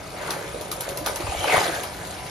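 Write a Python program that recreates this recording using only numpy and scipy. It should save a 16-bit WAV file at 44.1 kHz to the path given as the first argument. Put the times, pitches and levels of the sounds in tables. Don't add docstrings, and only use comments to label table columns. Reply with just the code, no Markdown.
import sys
import numpy as np
from scipy import signal
from scipy.fft import rfft, irfft
from scipy.io import wavfile

SR = 44100
rng = np.random.default_rng(int(sys.argv[2]) if len(sys.argv) > 2 else 0)


def magnitude_from_level(level_db):
    exponent = np.asarray(level_db, float) / 20
    return 10 ** exponent


def materialize(psi):
    bounded = np.clip(np.atleast_2d(psi).T, -1, 1)
    quanta = np.round(bounded * 32767).astype(np.int16)
    wavfile.write(sys.argv[1], SR, quanta)


N = 101429

# pitch in Hz, width in Hz, level in dB.
TRACK = [(349, 90, 0.5), (451, 61, 4.5), (576, 77, 4), (680, 71, 1.5), (807.7, 39, 1.5), (951, 49, 1),
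         (1215, 230, -1), (1600, 83, -15.5), (2200, 320, -6), (2900, 73, -13)]


def at_hz(points, hz):
    table_hz, values = np.transpose(points)
    return np.interp(np.log(hz + 1), np.log(table_hz), values)


def rms_one(x):
    return x / np.sqrt(np.mean(x ** 2) + 1e-20)


def colour(x, points):
    hz = np.fft.rfftfreq(N, 1 / SR)
    inside = (hz > points[0][0]) * (hz < points[-1][0])
    return irfft(rfft(x) * magnitude_from_level(at_hz(points, hz)) * inside, N)


def drift(rate_hz):
    r = np.exp(-80 * np.pi * rate_hz / SR)
    chance = rng.standard_normal(N // 40 + 1002)
    slow = signal.lfilter([1], [1, -2 * r, r * r], chance)[1000:]
    return np.interp(np.arange(N) / 40, np.arange(len(slow)), rms_one(slow))


def resonate(x, hz, width_hz):
    r = np.exp(-np.pi * width_hz / SR)
    poles = [1, -2 * r * np.cos(2 * np.pi * hz / SR), r * r]
    return signal.lfilter([(1 - r * r) / 2, 0, (r * r - 1) / 2], poles, x + 1e-18)


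def grains(per_s, spread_db):
    size = magnitude_from_level(spread_db * np.minimum(rng.exponential(1, N), 4))
    sign = rng.choice([-1, 1], N)
    return size * sign * (rng.random(N) < per_s / SR)


def decay(s, t60):
    t = np.arange(N) / SR - s
    return (t >= 0) * magnitude_from_level(-60 * np.maximum(t, 0) / t60)


def swell(s, span_s):
    return np.exp(-((np.arange(N) / SR - s) / span_s) ** 2)


def rings(rows, t60, soft_cycles):
    t = np.arange(N) / SR
    out = np.zeros(N)
    for s, db, hz in rows:
        envelope = decay(s, t60) * (1 - decay(s, soft_cycles / hz))
        out += magnitude_from_level(db) * envelope * np.sin(2 * np.pi * hz * (t - s))
    return out


def track(x, body, panel_hz):
    panel_db, panel_octaves, flicker_db = 8, .2, 1.5
    narrowest = .11
    out = np.zeros(N)
    for k, (hz, width_hz, db) in enumerate(body):
        nearness = np.exp(-(np.log2(hz / panel_hz) / panel_octaves) ** 2)
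        share = magnitude_from_level(db + flicker_db * drift(9.8) + panel_db * nearness)
        delayed = np.roll(x, 997 * k)
        out += share * (-1) ** k * resonate(delayed, hz, max(width_hz, narrowest * hz))
    return rms_one(out)


def room_hum():
    # frequency in Hz, level in dB per Hz.
    hum_spectrum = [(32, -33), (45, 0.5), (60, -2.5), (130, -1), (170, -0.5), (240, -10.5), (340, -5),
                    (500, -12)]
    return magnitude_from_level(-42) * rms_one(colour(rng.standard_normal(N), hum_spectrum))


def room_echo(x):
    tail = rng.standard_normal(SR // 2) * decay(0.0023, .3)[:SR // 2]
    return signal.fftconvolve(x, tail / np.sqrt(np.sum(tail ** 2)))[:N]


def recorder_thumps():
    # start in seconds, peak in dB, pitch in Hz.
    thump_rows = [
        (1.238, -22, 95),
        (1.288, -20.5, 68),
        (1.36, -24, 61.5),
        (1.392, -23, 95),
        (1.575, -22.5, 103),
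    ]
    return rings(thump_rows, 0.099, 1.5)


def panel_booms():
    # start in seconds, peak in dB, pitch in Hz.
    boom_rows = [(1.01, -23.5, 310), (1.2, -23.5, 347), (1.53, -15.5, 440), (1.6, -22, 400),
                 (1.685, -21, 335), (1.54, -21, 158), (1.63, -24, 176), (0.0622, -35, 1200)]
    return rings(boom_rows, 0.084, 6.4)


def chassis_knocks():
    # start in seconds, peak in dB, pitch in Hz.
    knock_rows = [(0.218, -24, 590), (0.253, -25, 513), (0.289, -20, 950), (0.294, -18, 546),
                  (0.31, -26, 950), (0.334, -24, 960), (0.365, -18, 570), (0.415, -18, 500),
                  (0.445, -20.5, 447), (0.545, -18.5, 484), (0.558, -20.5, 546), (0.61, -22, 450),
                  (0.655, -22.5, 473), (0.704, -28, 560), (0.715, -25.5, 1260), (0.727, -25, 1210),
                  (0.758, -22.5, 650), (0.88, -16, 583), (0.888, -32, 1250), (0.9, -22, 584),
                  (0.918, -19.5, 385), (0.961, -21, 655), (1.061, -19.5, 1220), (1.065, -20, 573),
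                  (1.07, -19, 1210), (1.096, -14.5, 563), (1.211, -33, 1120), (1.222, -24, 1080),
                  (1.268, -20, 880), (1.321, -16, 743), (1.325, -23, 1250), (1.349, -16, 660),
                  (1.442, -17, 1310), (1.445, -11.5, 860), (1.458, -13, 590), (1.497, -12, 790),
                  (1.508, -13, 590), (1.531, -10, 770), (1.543, -4, 670), (1.553, -20, 980),
                  (1.562, -6.5, 1100), (1.568, -11, 580), (1.569, -15, 1250), (1.58, -5.5, 712),
                  (1.613, -11.5, 840), (1.64, -19, 760), (1.67, -18, 630), (1.683, -14.5, 547),
                  (1.697, -14, 686), (1.765, -24, 845), (1.778, -20, 570), (1.787, -21, 600),
                  (1.816, -28, 1200), (1.928, -24, 780), (2.033, -23, 740), (2.073, -23, 640)]
    return magnitude_from_level(-0.5) * rings(knock_rows, 0.02, 2.6)


def shell_taps():
    # start in seconds, peak in dB, pitch in Hz.
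    tap_rows = [(.281, -22, 1400), (.305, -27, 5940), (1.16, -26, 6240), (.715, -25, 3950),
                (.973, -33, 4290), (1.075, -20, 1410), (1.206, -30, 4220), (1.482, -12.5, 1600),
                (1.483, -27, 4570), (1.498, -16.5, 2560), (1.511, -21, 2190), (1.523, -15, 2200),
                (1.539, -12.5, 2060), (1.569, -22, 3210), (1.579, -14, 1410), (1.587, -21, 2130),
                (1.606, -25, 3900), (1.616, -22, 1490), (1.665, -26, 4530), (1.677, -27, 3400),
                (1.682, -23.5, 3440)]
    return magnitude_from_level(1.5) * rings(tap_rows, 0.013, 4.1)


def joints():
    # start in seconds, peak in dB, body relative in dB,
    # tilt in dB per octave, tail relative in dB.
    strikes = [(0.3068, -15.5, -9.5, -1.5, -8.5), (0.612, -22.5, -11, -1, -8.5),
               (0.7162, -15, -18, 1.5, -7.5), (0.808, -17.5, -12, 1.5, -6.5), (0.89, -19, -12, 0.5, -9),
               (0.9736, -18, -9.5, 2, -8), (1.0621, -14, -3, -0.5, -7.5), (1.159, -21.5, -7, 1, -5),
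               (1.2045, -30.5, 3.5, -3, -6.5), (1.268, -32, 7.5, -5, -23), (1.4146, -25, -15, -5, -23),
               (1.6653, -25, 1, 2, -18), (1.7474, -29.5, 2, -7, 1), (1.834, -22.5, -3.5, -1, -5),
               (2.0507, -32.5, -2, -4, -3), (2.2632, -31, -7, -6.5, -2)]
    # frequency in Hz, level in dB per Hz.
    crack = [(1000, -21), (2500, -5.5), (3600, -2.5), (6000, -5.5), (10000, 0.5), (13000, -4),
             (16600, -18.5)]
    crack_t60, tail_t60, body_t60 = 0.0052, 0.16, 0.1
    out = np.zeros(N)
    body = track(rng.standard_normal(N), TRACK, 1030)
    noise = rng.standard_normal(N)
    for s, db, body_db, tilt_db, tail_db in strikes:
        tilted = [(hz, level + tilt_db * np.log2(hz / 7000)) for hz, level in crack]
        bright = rms_one(colour(noise, tilted))
        click = bright * (decay(s, crack_t60) + magnitude_from_level(tail_db) * decay(s, tail_t60))
        answer = magnitude_from_level(body_db) * body * decay(s + 0.00179, body_t60)
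        out += magnitude_from_level(db - 5) * (click + answer)
    return out


def braids():
    # frequency in Hz, level in dB per Hz.
    hiss_spectrum = [(2500, -20), (3500, -0.5), (5900, -5), (8700, 2.5), (10200, -6.5), (11500, -5),
                     (13700, -13), (16200, -23)]
    x = rng.standard_normal(N) + magnitude_from_level(-8) * rms_one(grains(300, 4))
    patches = np.zeros(N)
    for k, hz in enumerate(2600 * 2 ** np.arange(0, 2.8, 1 / 3)):
        flicker = magnitude_from_level(.7 * drift(6) + 1.2 * drift(40))
        patches += (-1) ** k * flicker * resonate(x, hz, hz / 4)
    return rms_one(colour(patches * magnitude_from_level(0.85 * drift(43)), hiss_spectrum))


def gear_whine():
    # centre in seconds, span in seconds, pitch in Hz, level in dB.
    whine_rows = [(.92, .07, 560, -42), (1.3, .015, 2500, -46), (1.39, .03, 2280, -43),
                  (1.415, .02, 3130, -44), (1.45, .02, 4050, -46), (1.565, .02, 4965, -43),
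                  (1.605, .018, 4965, -39), (1.60, .03, 2977, -40)]
    out = np.zeros(N)
    for s, span_s, hz, db in whine_rows:
        cycles = hz * np.cumsum(1 + 0.00813 * drift(53)) / SR
        out += magnitude_from_level(db + 5.5) * np.sin(2 * np.pi * cycles) * swell(s, span_s)
    return out


def turning_sizzle(x):
    # centre in seconds, span in seconds, pitch in Hz, width in Hz, level in dB.
    swell_rows = [
        (0.3, 0.063, 1070, 440, -44),
        (1.417, 0.07, 2990, 850, -43.5),
        (1.55, 0.048, 1580, 760, -34),
        (-1.2, -0.65, 9000, 800, -44),
    ]
    out = np.zeros(N)
    for s, span_s, hz, width_hz, db in swell_rows:
        band = resonate(resonate(x, hz, width_hz), hz, 2 * width_hz)
        out += magnitude_from_level(db) * rms_one(band) * swell(s, span_s)
    return out


def car():
    # time in seconds, rattle in dB, motor in dB, braid hiss in dB,
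    # pitch of the loudest track panel in Hz, pitch of the motor body in Hz.
    lap = [(0, -36.5, -50.5, -50, 680, 1640), (.13, -36, -47, -47.5, 520, 2400),
           (.26, -32, -35, -43.5, 660, 1370), (.31, -30, -36, -41.5, 920, 1520),
           (.43, -35, -40.5, -45.5, 456, 1440), (.62, -35.5, -48, -47.5, 560, 1530),
           (.9, -35, -39.5, -44.5, 580, 1420), (1.03, -33.5, -56, -47, 560, 1810),
           (1.08, -31, -35.5, -37, 680, 1460), (1.15, -35.5, -42, -42.5, 614, 1760),
           (1.3, -32.5, -38.5, -40, 780, 2660), (1.411, -28, -38, -39, 630, 2900),
           (1.46, -25.5, -30, -38, 830, 2870), (1.528, -21.5, -24.5, -32, 630, 2200),
           (1.58, -21, -27.5, -32, 990, 1980), (1.69, -28, -32, -36, 630, 1600),
           (1.88, -34.5, -44, -44, 670, 1600), (2.3, -36, -43, -45, 750, 1810)]
    # pitch in Hz, width in Hz, level in dB.
    shell = [(1310, 180, 5), (1600, 243, 7.5), (1970, 68, 3), (2236, 107, 5), (2570, 97, 0.5),
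             (3030, 180, 0), (4100, 500, -22.5)]
    s, *columns = np.transpose(lap)
    t = np.arange(N) / SR
    rattle_db, motor_db, hiss_db, panel_hz, motor_hz = [np.interp(t, s, c) for c in columns]
    rattle = track(grains(2500 * magnitude_from_level(2 * drift(30)), 2), TRACK, panel_hz)
    motor = track(grains(2500, 3.14), shell, motor_hz)
    hiss = braids()
    out = turning_sizzle(rattle + motor + hiss) + gear_whine()
    out += magnitude_from_level(rattle_db - 3) * rattle
    out += magnitude_from_level(motor_db - 1) * motor
    out += magnitude_from_level(hiss_db + 3.5) * hiss
    return out


def scatter(x):
    z = signal.stft(x, nperseg=256)[2]
    z = z * np.exp(2j * np.pi * rng.random(z.shape))
    return signal.istft(z, nperseg=256)[1][:N] * np.sqrt(2)


def scene():
    # frequency in Hz, level in dB.
    unlike = [(150, -25), (250, -13), (500, -6.5), (1200, -7.5), (3000, -5), (6000, -6), (7500, -8.5),
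              (9000, -18), (12500, -15), (14500, -9), (16600, -2)]
    near = car() + joints() + chassis_knocks() + panel_booms() + shell_taps()
    dull = signal.lfilter([.5], [1, -.5], near)
    near = near + magnitude_from_level(-11) * room_echo(dull)
    thumps = recorder_thumps()
    mid = near + room_hum() + thumps
    side = colour(scatter(near), unlike)
    side += magnitude_from_level(-12) * room_hum()
    side += magnitude_from_level(-10) * np.roll(thumps, SR // 330)
    return np.array([mid + side, mid - side])


def two_ports(dry):
    # frequency in Hz, phase in radians.
    ports = [(10, 0), (1290, -.3), (1720, -1.4), (2760, .9), (3790, -.05), (5000, .5), (6630, -1.1),
             (7600, -3.05), (8500, -3.25), (11000, -6.2), (12400, -6.4), (13800, -9.3), (16500, -9.55)]
    # frequency in Hz, level in dB.
    lean = [(300, -.4), (700, -.7), (1400, 1.6), (3000, 2.7), (5500, 2.2), (7300, 0)]
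    hz = np.fft.rfftfreq(N, 1 / SR)
    port_hz, rad = np.transpose(ports)
    turn = np.exp(.5j * np.interp(hz, port_hz, rad)) * magnitude_from_level(at_hz(lean, hz) / 2)
    return irfft(rfft(dry) * np.array([turn, 1 / turn]), N)


def drop_gaps(x, gaps):
    # time in seconds, kept share in dB.
    sharp = [(.3062, -4), (.7162, -9), (.809, -5), (.889, -13), (.9745, -15), (1.0624, -1), (1.1593, 0),
             (1.8331, 0)]
    click_s, step_hz = .006, 258
    t = np.arange(N) / SR
    keep = sum(magnitude_from_level(db) * np.exp(-((t - s - click_s / 4) / click_s * 2) ** 4) for s, db in sharp)
    hz, frame_s, z = signal.stft(x, SR, nperseg=2048)
    hz = hz[:, None]
    for low, high in gaps:
        wander = np.repeat(rng.normal(0, .7, (2, len(frame_s))), 2, axis=1)[:, :len(frame_s)]
        low_step, high_step = step_hz * np.round(wander)
        bottom = low + low_step / (1 + (low < 9000))
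        z[(hz > bottom) & (hz < high + high_step)] = 0
    thin = signal.istft(z, SR, nperseg=2048)[1][:N]
    return thin + keep * (x - thin)


def low_pass(x):
    return signal.sosfilt(signal.butter(12, 16650, fs=SR, output="sos"), x)


def record(dry):
    # lower edge in Hz, upper edge in Hz.
    mid_gaps = [(7700, 8480), (13800, 22050)]
    side_gaps = [(10950, 12500), (15850, 22050)]
    left, right = two_ports(dry)
    mid = drop_gaps((left + right) / 2, mid_gaps)
    side = drop_gaps((left - right) / 2, side_gaps)
    return low_pass(np.array([mid + side, mid - side]))


dry = scene()
out = record(dry)
materialize(out)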